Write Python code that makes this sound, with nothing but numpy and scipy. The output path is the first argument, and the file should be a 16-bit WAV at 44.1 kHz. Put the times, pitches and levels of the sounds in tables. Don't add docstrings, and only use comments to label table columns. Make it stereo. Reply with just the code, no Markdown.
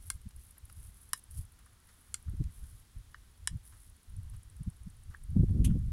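import sys
import numpy as np
from scipy import signal
from scipy.fft import rfft, irfft, next_fast_len
from scipy.io import wavfile
from scipy.ndimage import uniform_filter1d

SR = 44100
rng = np.random.default_rng(int(sys.argv[2]) if len(sys.argv) > 2 else 0)


def wav_record(signal):
    frames = np.transpose(np.atleast_2d(signal))
    bounded = np.clip(frames, -1, 1)
    quanta = np.round(bounded * 32767).astype(np.int16)
    wavfile.write(sys.argv[1], SR, quanta)


N = 261072
T = np.arange(N) / SR


def amp(db):
    return 10 ** (np.asarray(db) / 20)


def unit(x):
    return x / np.sqrt(np.mean(x ** 2) + 1e-20)


def spectrum_at(points, hz):
    frequencies, values = np.transpose(points)
    return np.interp(np.log(hz + 1), np.log(frequencies + 1), values)


def panned(db):
    return amp(np.array([[db], [-db]]) / 2)


def add(mix, start, sound):
    part = mix[:, max(round(start * SR), 0):][:, :sound.shape[1]]
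    part += sound[:, :part.shape[1]]


def noise_pair(correlation, size=N):
    a, b = rng.standard_normal((2, size))
    return np.array([a, correlation * a + np.sqrt(1 - correlation ** 2) * b])


def filtered(x, response):
    size = next_fast_len(x.shape[-1], real=True)
    hz = np.fft.rfftfreq(size, 1 / SR)
    return irfft(rfft(x, size) * response(hz), size)[..., :x.shape[-1]]


def hiss(spectrum, correlation, size=N):
    return unit(filtered(noise_pair(correlation, size), lambda hz: amp(spectrum_at(spectrum, hz))))


def drift(bandwidth_hz):
    points = rng.standard_normal(4096)
    return unit(np.interp(T * bandwidth_hz * 2, np.arange(len(points)), points))


def burst(rise, decay, size):
    t = np.arange(size) / SR
    return np.minimum(t / rise, 1) * np.exp(-np.maximum(t - rise, 0) / decay)


# (frequency [Hz], relative level [dB])
AIR_SPECTRUM = [(120, 3), (200, 4), (350, -3.5), (600, -10.5), (900, -7), (1300, -6), (2000, -8),
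                (2600, -11), (3300, -8.5), (5000, -11), (7500, -12), (10200, -8), (12500, -15),
                (16000, -19.5)]


def air(level_db=-64.5, waver_db=0.35):
    return amp(level_db + waver_db * drift(1.17)) * hiss(AIR_SPECTRUM, 0.073)


def eddies(corner_hz, size=N, slope=4.61, low_hz=40, lag_rad=2.49, lag_hz=260):
    def response(hz):
        band = hz / np.hypot(hz, low_hz) / np.hypot(1, (hz / corner_hz) ** slope)
        left_lag = np.exp(-1j * lag_rad * np.tanh(hz / lag_hz))
        return band * np.array([left_lag, np.ones(len(hz))])
    return unit(filtered(noise_pair(1.0, size), response))


# (time [s], relative level [dB])
BREEZE_LEVEL = [(0, -49.5), (.55, -63.5), (1.0, -61), (1.2, -62), (1.8, -63), (2.2, -60.5), (3.15, -63.5),
                (3.7, -54.5), (4.02, -68), (4.6, -61.5), (5.9, -53)]
# (start [s], duration [s], relative level [dB])
WIND_GUSTS = [(0.017, 0.37, -55.5), (.62, 0.091, -54), (0.743, 0.17, -51.5), (1.279, 0.18, -49.5),
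              (2.252, 0.21, -39.5), (2.542, 0.22, -50), (2.947, 0.024, -44), (3.385, 0.2, -55.5),
              (3.844, 0.088, -56), (4.072, 0.3, -45.5), (4.434, 0.29, -52), (4.794, 0.3, -51),
              (5.199, 0.059, -45.5), (5.277, 0.79, -33.5), (5.345, 0.072, -29.5), (5.538, 0.19, -30)]


def wind_force(rise=0.022, fall=0.03, flutter_db=3.0, flutter_hz=14):
    power = amp(np.interp(T, *np.transpose(BREEZE_LEVEL))) ** 2
    for start, duration, db in WIND_GUSTS:
        onset = np.clip((T - start) / rise, 0, 1)
        release = np.exp(-np.maximum(T - start - duration, 0) / fall)
        power += (amp(db) * onset * release) ** 2
    return 10 * np.log10(power) + flutter_db * drift(flutter_hz)


def wind(gain_db=1.0, calm_hz=88, gust_hz=175):
    force_db = wind_force()
    gust_share = np.interp(force_db, [-50, -36, -25], [.05, .2, .75])
    rumble = (1 - gust_share) * eddies(calm_hz) + gust_share * eddies(gust_hz)
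    power = uniform_filter1d(uniform_filter1d((rumble ** 2).mean(0), size=1500), size=1100)
    return amp(force_db + gain_db) * rumble / np.sqrt(power + 1e-9)


# (start [s], end [s], relative level [dB])
GRASS_STROKES = [(0.0, 0.18, -52), (0.364, 0.536, -56.5), (0.663, 0.79, -59), (0.763, 0.919, -53.5),
                 (0.914, 1.12, -56.5), (1.155, 1.20, -48.5), (1.302, 1.442, -48.5), (1.36, 1.391, -49),
                 (1.817, 2.227, -61), (2.506, 2.604, -54.5), (2.577, 2.833, -56.5), (3.631, 3.726, -52.5),
                 (3.714, 3.918, -57)]
# (frequency [Hz], relative level [dB])
GRASS_SPECTRUM = [(1500, -24), (4000, -16), (7000, -11), (9000, -2.5), (10300, 4.5), (11500, -3),
                  (13000, -7.5), (16000, -18)]


def grass(gain_db=-6.0, grain_db=3.0, grain_hz=130, pan_db=1):
    envelope = np.zeros((1, N))
    for start, end, db in GRASS_STROKES:
        progress = np.arange(0, 1, 1 / ((end - start) * SR))
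        add(envelope, start, amp(db) * np.sqrt(np.sin(np.pi * progress))[None])
    friction = unit(hiss(GRASS_SPECTRUM, 0.4) * amp(grain_db * drift(grain_hz)))
    return amp(gain_db) * panned(pan_db) * envelope * friction


# (time [s], stroke rate [Hz])
WING_RATE = [(0, 13.32), (.7, 13.93), (1.15, 13.42), (1.45, 14.43), (2.2, 13.99), (3.4, 15.54),
             (4.1, 14.98), (5.3, 14.87), (5.9, 13.7)]
# (time [s], relative level [dB])
WING_LEVEL = [(0.05, -45), (.2, -51.5), (.5, -43.5), (.9, -52), (1.38, -44.5), (1.8, -58.5), (2.28, -48.5),
              (2.42, -63), (3.3, -60), (4.0, -53.5), (4.25, -48), (4.8, -51.5), (5.85, -58)]


def insect(gain_db=-7, pan_db=5, uneven_db=2.0, first_s=0.066, size=1024):
    centre_hz, sag_hz_per_s, scatter_hz, width_hz = 10770, 210, 250, 1900
    out, t = np.zeros((2, N)), np.arange(size) / SR
    stroke = np.exp(-((t - 0.0023) / 0.0024) ** 2) + 0.15 * np.exp(-t / 0.0057)
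    stroke_rms = np.sqrt(np.mean(stroke ** 2))
    beats = np.cumsum(np.interp(T, *np.transpose(WING_RATE)) * (T > first_s)) / SR
    starts = T[:-1][np.diff(np.ceil(beats)) > 0]
    for start, (force, tuning) in zip(starts, rng.standard_normal((len(starts), 2))):
        db = np.interp(start, *np.transpose(WING_LEVEL)) + uneven_db * force
        pitch = centre_hz - sag_hz_per_s * start + scatter_hz * tuning
        rasp = filtered(noise_pair(0.18, size), lambda hz: 1 / (1 + ((hz - pitch) / width_hz) ** 2) ** 2)
        add(out, start, amp(db + gain_db) * stroke_rms * unit(rasp * stroke))
    return panned(pan_db) * out


# (frequency [Hz], relative level [dB], 60 dB decay time [s])
FORELEG_MODES = [
    [(1087, -1.5, 0.012), (1310, 1.5, 0.0091), (1590, -7, 0.021), (2130, -6.5, 0.031), (3430, -3.5, 0.011),
     (4210, -3.5, 0.011), (4870, -4, 0.0071), (5860, -4, 0.016), (7620, -3, .016), (8280, 2, 0.012)],
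    [(1003, -1, 0.011), (1225, 2, 0.0074), (1644, 4, 0.0067), (1828, 0, 0.015), (2220, -15, 0.013),
     (2950, -11, 0.04), (3320, -3.5, 0.0079), (3930, -8.5, 0.023), (5130, 0, 0.015), (5740, -4.5, 0.014),
     (6830, -5.5, 0.019), (7600, -13, 0.0089)],
]


def knock(t, leg, upper_db, rise=0.0006, split_hz=2300):
    out = np.zeros(len(t))
    for k, (hz, db, t60) in enumerate(FORELEG_MODES[leg]):
        mode_db = db + upper_db / (1 + (split_hz / hz) ** 8)
        out += (-1) ** k * amp(mode_db - 60 * t / t60) * np.sin(2 * np.pi * hz * t)
    return out * (1 - np.exp(-t / rise))


# (frequency [Hz], relative level [dB])
CRACK_SPECTRUM = [(600, -55), (1000, -1.5), (2500, -10), (4500, -10.5), (7000, -7), (9500, 4),
                  (11000, -6.5), (12500, -10.5), (15500, -14)]


def crack(t, hz, rise=0.00016, sag_s=0.0022):
    tick_phase = 2 * np.pi * hz * sag_s * np.log1p(t / sag_s)
    tick = t / rise * np.exp(1 - t / rise) * np.sin(tick_phase)
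    ring = amp(-9) * np.exp(-t / 0.0022) * np.sin(2 * np.pi * hz * t)
    rasp = amp(-8) * np.exp(-t / 0.0025) * hiss(CRACK_SPECTRUM, 0.94, len(t))
    return tick + ring + rasp


def thud(t, gain_db=-27, decay=0.00072, hz=330):
    return amp(gain_db) * np.exp(-t / decay) * np.sin(2 * np.pi * hz * t)


def bushes(click, band_hz=(1700, 8000), delay=0.002, size=8000):
    tail, t = np.zeros((2, size)), np.arange(size) / SR
    for db, t60 in ((-11, 0.064), (-16, 0.12)):
        echoes = noise_pair(0.28, size) * amp(-60 * t / t60) * (t > delay)
        tail += amp(db) * echoes / np.linalg.norm(echoes[0])
    thin = signal.sosfilt(signal.butter(1, band_hz, "band", fs=SR, output="sos"), click)
    return signal.fftconvolve(thin, tail, axes=1)[:, :click.shape[1]]


# (time [s], leg [0 or 1], knock gain [dB], upper modes re knock [dB], crack gain [dB],
# crack frequency [Hz], left minus right [dB], lower cutoff [Hz], upper cutoff [Hz])
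KNEE_CLICKS = [(0.1018, 0, -30, 1, -20.5, 9570, -1, 930, 15100),
               (1.1327, 1, -23.5, -4, -15, 10640, 0, 920, 12600),
               (2.1424, 0, -37.5, 8.5, -20.5, 8900, 1, 1210, 12200),
               (3.1440, 1, -33, -15.5, -48, 6040, -0.5, 1180, 3950),
               (3.4738, 1, -25.5, -0.5, -16.5, 9270, -0.5, 955, 11100),
               (5.1456, 1, -28, -32, -71, 8000, -3, 1530, 1900)]


def knees(size=8192):
    out, t = np.zeros((2, N)), np.arange(size) / SR
    for start, leg, knock_db, upper_db, crack_db, hz, pan_db, low_hz, top_hz in KNEE_CLICKS:
        highpass = signal.butter(6, low_hz, "high", fs=SR, output="sos")
        lowpass = signal.butter(3, top_hz, fs=SR, output="sos")
        vibration = amp(knock_db) * knock(t, leg, upper_db) + amp(crack_db) * crack(t, hz)
        click = panned(pan_db) * signal.sosfilt(np.vstack([highpass, lowpass]), vibration)
        add(out, start, click + bushes(click) + amp(crack_db) * thud(t))
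    return out


# (centre time [s], relative level [dB], 1/e half-width [s], corner frequency [Hz])
EDDY_STRIKES = [(0.153, -41, 0.015, 100), (0.266, -35.5, 0.0087, 146), (1.396, -34.5, 0.014, 124),
                (2.29, -29, 0.013, 108), (2.339, -41, 0.017, 225), (2.411, -23.5, 0.011, 180),
                (2.638, -38, 0.011, 121), (3.542, -34, 0.027, 145), (4.196, -37.5, .016, 125),
                (4.611, -33.5, 0.01, 149), (4.68, -27, 0.01, 140), (4.873, -37, 0.011, 158),
                (5.369, -17.5, 0.011, 234), (5.404, -19.5, 0.012, 245), (5.436, -17.5, 0.0073, 256),
                (5.505, -21.5, 0.0091, 194), (5.586, -30, 0.074, 256), (5.677, -24, 0.022, 200),
                (5.760, -26, 0.017, 263)]


def buffets(gain_db=-1.0, tearing_db=-23, tearing_range_db=4, flurry_db=-29, flurry_hz=620, size=8192):
    out, t = np.zeros((2, N)), (np.arange(size) - size // 2) / SR
    for centre, db, half_width, corner_hz in EDDY_STRIKES:
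        swell = np.exp(-(t / half_width) ** 2)
        swell_rms = np.sqrt(np.mean(swell ** 2))
        torn = np.clip((db - tearing_db) / tearing_range_db, 0, 1)
        eddy = eddies(corner_hz, size) + torn * amp(flurry_db) * eddies(flurry_hz, size)
        add(out, centre + t[0], amp(db + gain_db) * swell_rms * unit(swell * eddy))
    return out


# (time [s], relative pat level [dB], snap level [dB], decay time [s])
HOOF_STEPS = [(0.305, -68, -59.5, 0.0044), (0.567, -59, -74, 0.013), (0.696, -53.5, -57, 0.0028),
              (1.585, -63, -69, 0.022), (1.661, -61, -69, 0.011), (1.885, -62, -63.5, 0.018),
              (2.278, -61.5, -81, .012), (2.437, -78, -53, 0.002), (2.637, -64, -60, .004),
              (3.721, -62, -67, 0.031), (4.334, -65, -65, 0.029), (4.879, -67, -65, .004),
              (5.104, -62, -68, 0.042), (5.138, -53.5, -75, 0.0067), (5.697, -58.5, -73, 0.019)]
# (frequency [Hz], relative level [dB])
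DULL_SPECTRUM = [(400, -14.5), (900, -8.5), (1300, 0), (1800, -5.5), (2500, -15.5), (6000, -24)]
# (frequency [Hz], relative level [dB])
STALK_SPECTRUM = [(1000, -18), (2500, -5), (4500, -6), (8000, -6.5), (11000, -4), (15000, -26)]


def hooves(pat_gain_db=-2, rise=0.0039, size=4096):
    out = np.zeros((2, N))
    for start, pat_db, snap_db, decay in HOOF_STEPS:
        pat = amp(pat_db + pat_gain_db) * hiss(DULL_SPECTRUM, 0.66, size)
        snap = amp(snap_db) * hiss(STALK_SPECTRUM, 0.28, size)
        add(out, start, burst(rise, decay, size) * (pat + snap))
    return out


def leaves(level_db=-76.0, peak_s=1.97, half_width=0.62):
    swell = np.exp(-((T - peak_s) / half_width) ** 2)
    return amp(level_db) * swell * hiss(DULL_SPECTRUM, 0.49)


# (frequency [Hz], relative level [dB])
SCUFF_SPECTRUM = [(600, -19), (2000, -15), (2500, -3), (3200, -3.5), (4000, -10), (5200, -15), (7000, -4.5),
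                  (8000, -7.5), (9600, 0), (11000, -4), (13000, -14), (15500, -27)]


def scuff(start=5.6418, rise=0.0072, decay=0.0115, level_db=-34.6, size=6000):
    ring_hz, width_hz, ring_db, ring_decay = 3100, 400, -18, 0.028
    scrape = burst(rise, decay, size) * hiss(SCUFF_SPECTRUM, 0.19, size)
    band = filtered(noise_pair(0.78, size), lambda hz: np.exp(-((hz - ring_hz) / width_hz) ** 2))
    ring = burst(rise, ring_decay, size) * unit(band)
    out = np.zeros((2, N))
    add(out, start, amp(level_db) * (scrape + amp(ring_db) * ring))
    return out


def scene():
    return air() + wind() + grass() + insect() + knees() + buffets() + hooves() + leaves() + scuff()


# (frequency [Hz], left minus right [dB])
MIC_BALANCE = [(300, 0), (700, -1), (1200, -1), (2000, -2), (3500, -.5), (6000, 1), (8500, 0.5),
               (10300, 4.5), (13000, -1)]
# (frequency [Hz], lead of the left [rad])
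MIC_PHASE_LEAD = [(300, 0.21), (1200, 0.62), (2500, 1), (5000, 0.89), (10000, 0.95)]


def record(dry, cutoff_hz=15900):
    sides = np.array([[.5], [-.5]])

    def response(hz):
        gain = amp(sides * spectrum_at(MIC_BALANCE, hz))
        return gain * np.exp(1j * sides * spectrum_at(MIC_PHASE_LEAD, hz))
    lowpass = signal.firwin(511, cutoff_hz, window=("kaiser", 9), fs=SR)
    return signal.oaconvolve(filtered(dry, response), lowpass[None], "same")


dry = scene()
out = record(dry)
wav_record(out)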